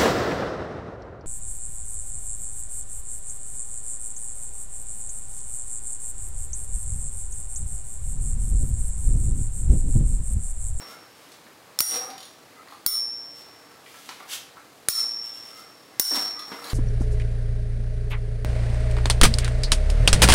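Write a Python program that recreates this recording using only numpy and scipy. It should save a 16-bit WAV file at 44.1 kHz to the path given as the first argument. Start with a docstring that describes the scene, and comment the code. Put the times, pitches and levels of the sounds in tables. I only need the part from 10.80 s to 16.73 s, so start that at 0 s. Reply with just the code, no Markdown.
"""In a plastic bowl on a carpet, two metal spinning tops circle and clash four times.
Each impact cracks and excites the modes of their metal wheels; rotation splits every mode into a
shimmering cluster. Friction at the tips makes the shell whirr and chatter, and the tops rattle, knock
and bump against it. Cloth rustles nearby over the hiss of the room, and the camera's gain ducks
after each clash."""
import sys
import numpy as np
from scipy import signal
from scipy.fft import rfft, irfft, next_fast_len
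from scipy.io import wavfile
from scipy.ndimage import uniform_filter1d, minimum_filter1d, map_coordinates

SR = 44100
rng = np.random.default_rng(int(sys.argv[2]) if len(sys.argv) > 2 else 0)


def bounce(signal):
    """Save signal as a 16-bit WAV file at the path given by the first command-line argument."""
    frames = np.transpose(np.atleast_2d(signal))
    limited = np.clip(frames, -1, 1)
    pcm = np.round(limited * 32767).astype(np.int16)
    wavfile.write(sys.argv[1], SR, pcm)


N = 261639
TIME = np.arange(N) / SR

# Rotation of the tops. Each row: time in seconds, turns per second.
SPIN_RATE = [(0, 42.7), (1.3, 41), (2.3, 39.5), (4.4, 38), (5.18, 37.4), (5.21, 35), (5.93, 34.4)]
# Collisions. Each row: start in seconds, crack in dB, contact in seconds, clack in Hz, sizzle in dB,
# tilt in dB per octave, bowl thud in dB, first wheel in dB, second wheel in dB, ring length factor.
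COLLISIONS = [(-.3, -12, .002, 5000, 0, 0, -20, -27, -60, 0.8),
              (0.9894, -12.5, 0.0022, 5100, -3, 1, -56, -31.5, -38, 0.46),
              (1.0045, 0.5, 0.0043, 5200, 10, 0, -15, -38, -13, 0.75),
              (2.063, -2.5, 0.003, 4370, 11.5, 1, -23.5, -21, -36, 0.89),
              (4.0857, 0.5, 0.0032, 10250, -15, 1.2, -11, -20, -29.5, 1.054),
              (5.197, 3, 0.0043, 6900, 6, 0.35, -9, -19, -18.5, 0.86)]


def clashes():
    """Impact: brief metal contact radiates a broadband crack, and the tips pass the kick to the bowl."""
    # Spectra. Each row: frequency in Hz, relative level in dB.
    crack_spectrum = [(40, -54), (300, -18.5), (1000, -4.5), (2200, -8), (3000, -11), (4300, 0),
                      (6000, -1.5), (8500, -1.5), (11000, 0.5), (14000, -1), (16000, -8.5)]
    thud_spectrum = [(20, -42), (45, -20), (70, -10), (130, -6.5), (280, 15), (600, -11.5), (1300, 1),
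                     (2500, -5), (6000, -17)]
    out = np.zeros(N)
    for s, db, contact, clack_hz, sizzle_db, tilt_db, thud_db, *_ in COLLISIONS:
        def colour(hz):
            # sharper edges give more top treble
            sizzle = sizzle_db * hump(hz, 18400, octaves=0.52)
            return along(crack_spectrum, hz) + sizzle + tilt_db * np.log2(hz + 1)

        crack = burst(lambda hz: colour(hz) + 7 * hump(hz, clack_hz, octaves=0.19), contact, squareness=2)
        # the walls gather the crack from all directions, so its tail has a smoother colour
        spread = burst(colour, life=0.0046)
        spread *= np.linalg.norm(crack) / np.linalg.norm(spread)
        thud = burst(lambda hz: along(thud_spectrum, hz), life=0.0021, squareness=1.7)
        thud = high_pass(thud, edge_hz=63, order=3)
        add(out, s, amp(db) * crack)
        add(out, s, amp(db - 8) * reverberation(spread))
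        add(out, s, amp(thud_db) * in_room(thud, wet_db=-33))
    return out


def rings():
    """Free vibration: after each clash both wheels ring in their modes, each as hard as it was struck."""
    # Wheel modes. Each row: frequency in Hz, lobes round the rim.
    first_modes = [(5428, 2), (9502, 2), (11710, 1), (13350, 3), (14485, 3), (15365, 1), (15685, 1)]
    second_modes = [(5663, 2), (8600, 3), (9500, 2), (11660, 1)]
    # Their decay. Each row: relative level in dB, t60 in seconds at length factor 1, unbalance in dB.
    first_decay = [(-2.5, 1.353, -1), (-2.5, 0.4, -1.5), (-30, 0.17, -6), (-7, 0.18, 3), (2, 0.25, -10),
                   (-3, 0.19, -15), (-28, 0.29, -14)]
    second_decay = [(-14.5, 1, 9), (-17, 0.57, -1), (-9.5, 0.56, -8), (-7, 0.32, -10)]
    angle = spin_angle()
    out = np.zeros(N)
    for s, *_, first_db, second_db, length in COLLISIONS:
        out += amp(first_db) * wheel(first_modes, first_decay, s, length, angle)
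        out += amp(second_db) * wheel(second_modes, second_decay, s, length, angle)
    return in_room(out, wet_db=-6.5)[:N]


def wheel(modes, decay, s, length, angle):
    """Modulation: lobes sweep past the listener, splitting each mode by multiples of the spin rate."""
    # Relative levels in dB, one for each of the five orders below.
    sideband_db = [-6.5, -2, -18, -9.5, 1]
    inner = np.array([0, 1, 1, 1, 0])
    out = np.zeros(N)
    for (hz, lobes), (db, t60, unbalance_db) in zip(modes, decay):
        span = (TIME >= s) & (TIME < s + t60 * length)
        t = TIME[span] - s
        fade = amp(db - 60 * t / (t60 * length))
        orders = [-lobes, -1, 0, 1, lobes]
        for order, line_db in zip(orders, sideband_db + inner * unbalance_db):
            phase = 2 * np.pi * (hz * t + rng.random()) + order * angle[span]
            # the flung top moves through the bowl's echoes, so each line's level drifts until it slows
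            drift = sway(len(t), rate=18.3, depth_db=3, settle=0.58)
            out[span] += amp(line_db) * fade * drift * np.sin(phase)
    return out


def spin_angle():
    """Rotation angle in radians, the integral of the spin rate."""
    return 2 * np.pi * np.cumsum(np.interp(TIME, *np.transpose(SPIN_RATE))) / SR


def tips():
    """Friction noise: the tips rub the shell, harder once a turn and louder the faster a top runs."""
    # Runs across the bowl. Each row: time of top speed in seconds, whirr in dB, scratch in dB,
    # run-up in seconds, coasting in seconds.
    runs = [(0.02, -47.5, -50.5, 0.05, 0.15), (1.16, -40, -33.5, 0.037, 0.14),
            (3.45, -53, -57, 0.081, 0.17), (4.2, -52, -47, 0.05, 0.35), (5.362, -39, -30.5, 0.016, 0.17),
            (5.75, -47, -49.5, 0.088, 0.34), (5.915, -41.5, -44.5, 0.067, 0.2)]
    # Spectra. Each row: frequency in Hz, relative level in dB.
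    drum_spectrum = [(30, -28), (70, -12.5), (125, -12), (200, 0), (290, 6), (400, 2.5), (600, -1),
                     (1200, -20), (4000, -61)]
    whirr_spectrum = [(50, -36), (200, -39), (500, -6.5), (780, 0), (1000, -1), (1280, -2), (1650, -2.5),
                      (2000, -4.5), (2600, -8.5), (5000, -44)]
    scratch_spectrum = [(100, -58), (1200, -22), (2600, -8), (4200, -0.5), (6200, -7), (9000, -6.5),
                        (12000, -8), (16000, -12)]
    drum_db, whirr_db, scratch_db = -59.5, -57, -60.5  # spinning on the spot
    regrip = 2.36  # slipping dies this many times faster than rolling
    rolling = sum((amp(db) * run_speed(s, rise, coast)) ** 2 for s, db, _, rise, coast in runs) ** .5
    slipping = sum((amp(db) * run_speed(s, rise, coast / regrip)) ** 2
                   for s, _, db, rise, coast in runs) ** .5
    grip = unit(amp(1.1 * np.cos(spin_angle()) + 0.79 * wobble(120)))
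    wander = amp(1.5 * wobble(9))
    drum = np.hypot(amp(drum_db), amp(-6.5) * rolling)
    drum *= noise(lambda hz: along(drum_spectrum, hz) + bowl(hz))
    whirr = np.hypot(amp(whirr_db) * wander, rolling)
    whirr *= noise(lambda hz: along(whirr_spectrum, hz) + bowl(hz))
    scratch = np.hypot(amp(scratch_db), slipping) * noise(lambda hz: along(scratch_spectrum, hz))
    return grip * (drum + whirr + scratch)


def run_speed(s, rise, coast):
    """Frictional decay: a top's speed rises smoothly to 1 at time s, then drains exponentially."""
    t = TIME - s
    return np.exp(-(np.minimum(t, 0) / rise) ** 2 / 2 - np.maximum(t, 0) / coast)


def bowl(hz):
    """Resonance: the lift in dB that the modes of the plastic shell give each frequency."""
    # Each row: centre in Hz, width in Hz, lift in dB.
    resonances = [(288.3, 5.9, 7.5), (474, 17, 9.5), (791, 13, 2.5), (1148, 120, 5.5), (1329, 18, 7.5),
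                  (2046, 11, 8)]
    return sum(db / (1 + (2 * (hz - centre) / width) ** 2) for centre, width, db in resonances)


def chatter(size=16384):
    """Frictional excitation: a slipping tip drives one shell resonance and a weaker one above it."""
    # Each row: midpoint in seconds, level in dB, half length in seconds, resonance in Hz.
    slips = [(0.151, -51, 0.051, 1350), (1.21, -44.5, 0.057, 495), (1.249, -44, 0.1, 770),
             (1.797, -49.5, 0.022, 1276), (2.134, -48.5, .035, 1273), (4.191, -45, 0.039, 1325),
             (4.803, -51.5, 0.066, 1303), (5.389, -48, 0.1, 757), (5.605, -45.5, 0.032, 1237),
             (5.81, -48.5, 0.035, 1310), (5.902, -35, .005, 4530)]
    out = np.zeros(N)
    t = (np.arange(size) - size / 2) / SR
    for s, db, half, centre_hz in slips:
        lower = noise(lambda hz: 45 * hump(hz, centre_hz, octaves=0.2) - 45, size)
        upper = noise(lambda hz: 45 * hump(hz, 1.594 * centre_hz, octaves=0.063) - 45, size)
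        swell = np.exp(-(t / half) ** 2 / 2)
        add(out, s + t[0], amp(db) * swell * (lower + amp(-9) * upper))
    return out


def rattles():
    """Periodic impact: a leaning top strikes the bowl once a turn, with uneven force."""
    # Each row: start in seconds, relative level in dB, number of turns.
    leans = [(1.302, -32.5, 1), (1.38, -34.5, 4), (1.8846, -46, 4), (5.4451, -33, 2), (5.5924, -30, 1),
             (5.842, -30.5, 3)]
    # Each row: frequency in Hz, relative level in dB.
    spectrum = [(700, -25), (2500, -4), (4300, 9), (5800, -7), (6800, 0.5), (7800, -18), (9200, 1),
                (11500, -7), (16000, -12)]
    scatter_db = 2.5
    out = np.zeros(N)
    for s, db, turns in leans:
        period = 1 / np.interp(s, *np.transpose(SPIN_RATE))
        for turn in range(turns):
            tick = amp(rng.normal(0, scatter_db)) * burst(lambda hz: along(spectrum, hz), life=0.0034)
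            add(out, s + turn * period, amp(db - 4) * in_room(tick, wet_db=1.5))
    return out


def knocks():
    """Impulse response: a light blow on the plastic excites a band coloured by the shell's modes."""
    # Each row: start in seconds, relative level in dB, centre in Hz, width in octaves,
    # contact in seconds.
    blows = [(.518, -43, 4270, 2.2, 0.012), (0.6676, -34.5, 1820, 1.1, 0.00093),
             (1.874, -37.5, 1240, 1.1, 0.0042), (1.923, -33, 1060, 1.1, 0.0043),
             (3.06, -41, 2080, 1.2, 0.0093), (3.142, -40.5, 1390, 2.3, 0.011),
             (3.2898, -25, 1390, 3.1, 0.0037), (3.401, -35.5, 1100, 2.6, 0.0084),
             (3.77, -39, 1190, 1.7, 0.013)]
    out = np.zeros(N)
    for s, db, centre_hz, octaves, contact in blows:
        knock = burst(lambda hz: 32 * hump(hz, centre_hz, octaves) + bowl(hz), contact)
        add(out, s, amp(db - 4) * in_room(knock, wet_db=1.5))
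    return out


def bumps():
    """Damped resonance: flung tops bump over the bowl's slope and excite mainly its low modes."""
    # Each row: start in seconds, relative level in dB.
    jolts = [(1.12, -36), (1.297, -35.5), (5.31, -23.5), (5.344, -23.5), (5.369, -22), (5.717, -22)]
    # Each row: frequency in Hz, relative level in dB.
    spectrum = [(25, -55), (70, -49), (170, -5.5), (290, 8.5), (420, -3.5), (750, -1.5), (1300, -5),
                (2500, -12), (5000, -15), (12000, -50)]
    out = np.zeros(N)
    for s, db in jolts:
        bump = burst(lambda hz: along(spectrum, hz) + bowl(hz), life=0.017)
        add(out, s, amp(db - 9) * in_room(high_pass(bump, edge_hz=190), wet_db=0))
    return out


def cloth():
    """Friction of fibres: fabric beside the bowl gives soft swishes of grainy noise."""
    # Each row: midpoint in seconds, relative level in dB, half length in seconds.
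    swishes = [(0.107, -48, 0.032), (0.437, -56.5, 0.061), (2.588, -50.5, 0.031), (3.117, -53.5, 0.054),
               (3.265, -50, 0.078), (3.532, -30.5, 0.025), (4.463, -47, 0.026), (4.564, -48.5, 0.027),
               (4.68, -49.5, 0.044), (4.794, -50, 0.031)]
    # Each row: frequency in Hz, relative level in dB.
    spectrum = [(290, -55), (500, -17), (1210, -15), (1420, -9.5), (2330, -10), (2770, -5), (3110, -5.5),
                (8580, -10.5), (13600, -14.5), (16000, -19)]
    stroke = sum(amp(db) * np.exp(-((TIME - s) / half) ** 2 / 2) for s, db, half in swishes)
    fibres = noise(lambda hz: along(spectrum, hz)) * amp(1.7 * wobble(300))
    return in_room(amp(-2.5) * stroke * fibres, wet_db=-2.5)[:N]


def room_hiss():
    """Ambient noise: a quiet, steady broadband floor."""
    # Each row: frequency in Hz, relative level in dB.
    spectrum = [(15, -62), (25, -39), (117, -2.5), (229, -7.5), (463, -4), (775, -4), (988, -8.5),
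                (1440, -10.5), (1940, -11), (5140, -13.5), (5570, -18), (6210, -15.5), (16000, -26)]
    return amp(-54.5) * noise(lambda hz: along(spectrum, hz))


def reverberation(x):
    """Diffuse field: wall reflections build into a tail in which each band decays at its own rate."""
    # Each row: frequency in Hz, t60 in seconds.
    decay_times = [(150, 0.19), (1200, 0.37), (4500, 0.47), (9000, 0.34), (15000, 0.27)]
    hz, t, bands = signal.stft(rng.standard_normal(SR * 2 // 3), SR, nperseg=256)
    build = 1 - np.exp(-(t / 0.001) ** 2)
    fade = amp(-60 * t / along(decay_times, hz)[:, None])
    tail = signal.istft(bands * build * fade, SR, nperseg=256)[1]
    return signal.fftconvolve(x, tail / np.linalg.norm(tail))


def in_room(x, wet_db):
    """Superposition of the direct sound and its reverberation."""
    wet = reverberation(x)
    return np.pad(x, (0, len(wet) - len(x))) + amp(wet_db) * wet


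def burst(gain_db, life, squareness=1, size=4096):
    """Dense, damped modes answer a blow as decaying noise; its energy grows with its life in seconds."""
    t = np.arange(size) / SR
    shape = np.exp(-(t / life) ** squareness) * (1 - np.exp(-t / 0.00005))
    return unit(noise(gain_db, size) * shape) * np.sqrt(np.mean(shape ** 2))


def sway(size, rate, depth_db, settle):
    """Random fading, rate knots a second, whose depth decays with time constant settle in seconds."""
    place = np.arange(size) * rate / SR
    knots = np.arange(int(size * rate / SR) + 2)
    depth = depth_db * np.exp(-knots / (rate * settle))
    return np.interp(place, knots, amp(depth * rng.standard_normal(len(knots))))


def wobble(rate):
    """A smooth random curve, rate knots a second."""
    return map_coordinates(rng.standard_normal(int(N * rate / SR) + 4), [TIME * rate])


def noise(gain_db, size=N):
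    """Coloured noise of rms 1."""
    return unit(coloured(rng.standard_normal(size), gain_db))


def coloured(x, gain_db):
    """Zero-phase filtering by a gain in dB that depends on frequency."""
    size = next_fast_len(len(x) + 8192)
    hz = np.fft.rfftfreq(size, 1 / SR)
    return irfft(rfft(x, size) * amp(gain_db(hz)), size)[:len(x)]


def high_pass(x, edge_hz, order=2):
    """Attenuation of the bass below edge_hz."""
    return signal.sosfilt(signal.butter(order, edge_hz, "highpass", fs=SR, output="sos"), x)


def hump(hz, centre_hz, octaves):
    """A bell of height 1 on the log-frequency axis."""
    return np.exp(-(np.log2((hz + 1) / centre_hz) / octaves) ** 2)


def along(points, hz):
    """Interpolation of (Hz, value) points on the log-frequency axis."""
    point_hz, values = np.transpose(points)
    return np.interp(np.log(hz + 1), np.log(point_hz + 1), values)


def add(track, s, sound):
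    """Superposition of a sound on the track at s seconds."""
    start = round(s * SR)
    part = sound[max(-start, 0):max(N - start, 0)]
    track[max(start, 0):][:len(part)] += part


def amp(db):
    """Decibels to amplitude ratio."""
    return 10 ** (np.asarray(db) / 20)


def unit(x):
    """Normalisation to rms 1."""
    return x / np.sqrt(np.mean(x ** 2) + 1e-20)


def scene():
    """Superposition: tops, bowl and cloth add to the hiss of the room in one channel."""
    hiss = room_hiss()
    return (clashes() + rings() + tips() + chatter() + rattles() + knocks() + bumps() + cloth() + hiss)[None]


def gain_control(x, limit_db, hold_s, release_db_per_s):
    """Automatic gain control: loud peaks pull the gain down at once; it holds, then climbs back."""
    level_db = 10 * np.log10(np.abs(uniform_filter1d(x ** 2, SR // 700)) + 1e-12)
    width = max(int(hold_s * SR) // 2, 1)
    held = minimum_filter1d(np.minimum(limit_db - level_db, 0), 2 * width + 1, origin=width)
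    climb = release_db_per_s * TIME
    return x * amp(np.minimum.accumulate(held - climb) + climb)


def record(dry):
    """Compression and band limiting: the camera ducks, rounds peaks, cuts deep bass and top treble."""
    ceiling, top_hz = 0.8, 15750
    x = gain_control(dry[0], limit_db=-10, hold_s=0.04, release_db_per_s=149)
    x = x / (1 + np.abs(x / ceiling) ** 4) ** (1 / 4)
    x = high_pass(x, edge_hz=30)
    return coloured(x, lambda hz: -np.clip((hz - top_hz) / 20, 0, 120))[None]


dry = scene()
out = record(dry)
bounce(out)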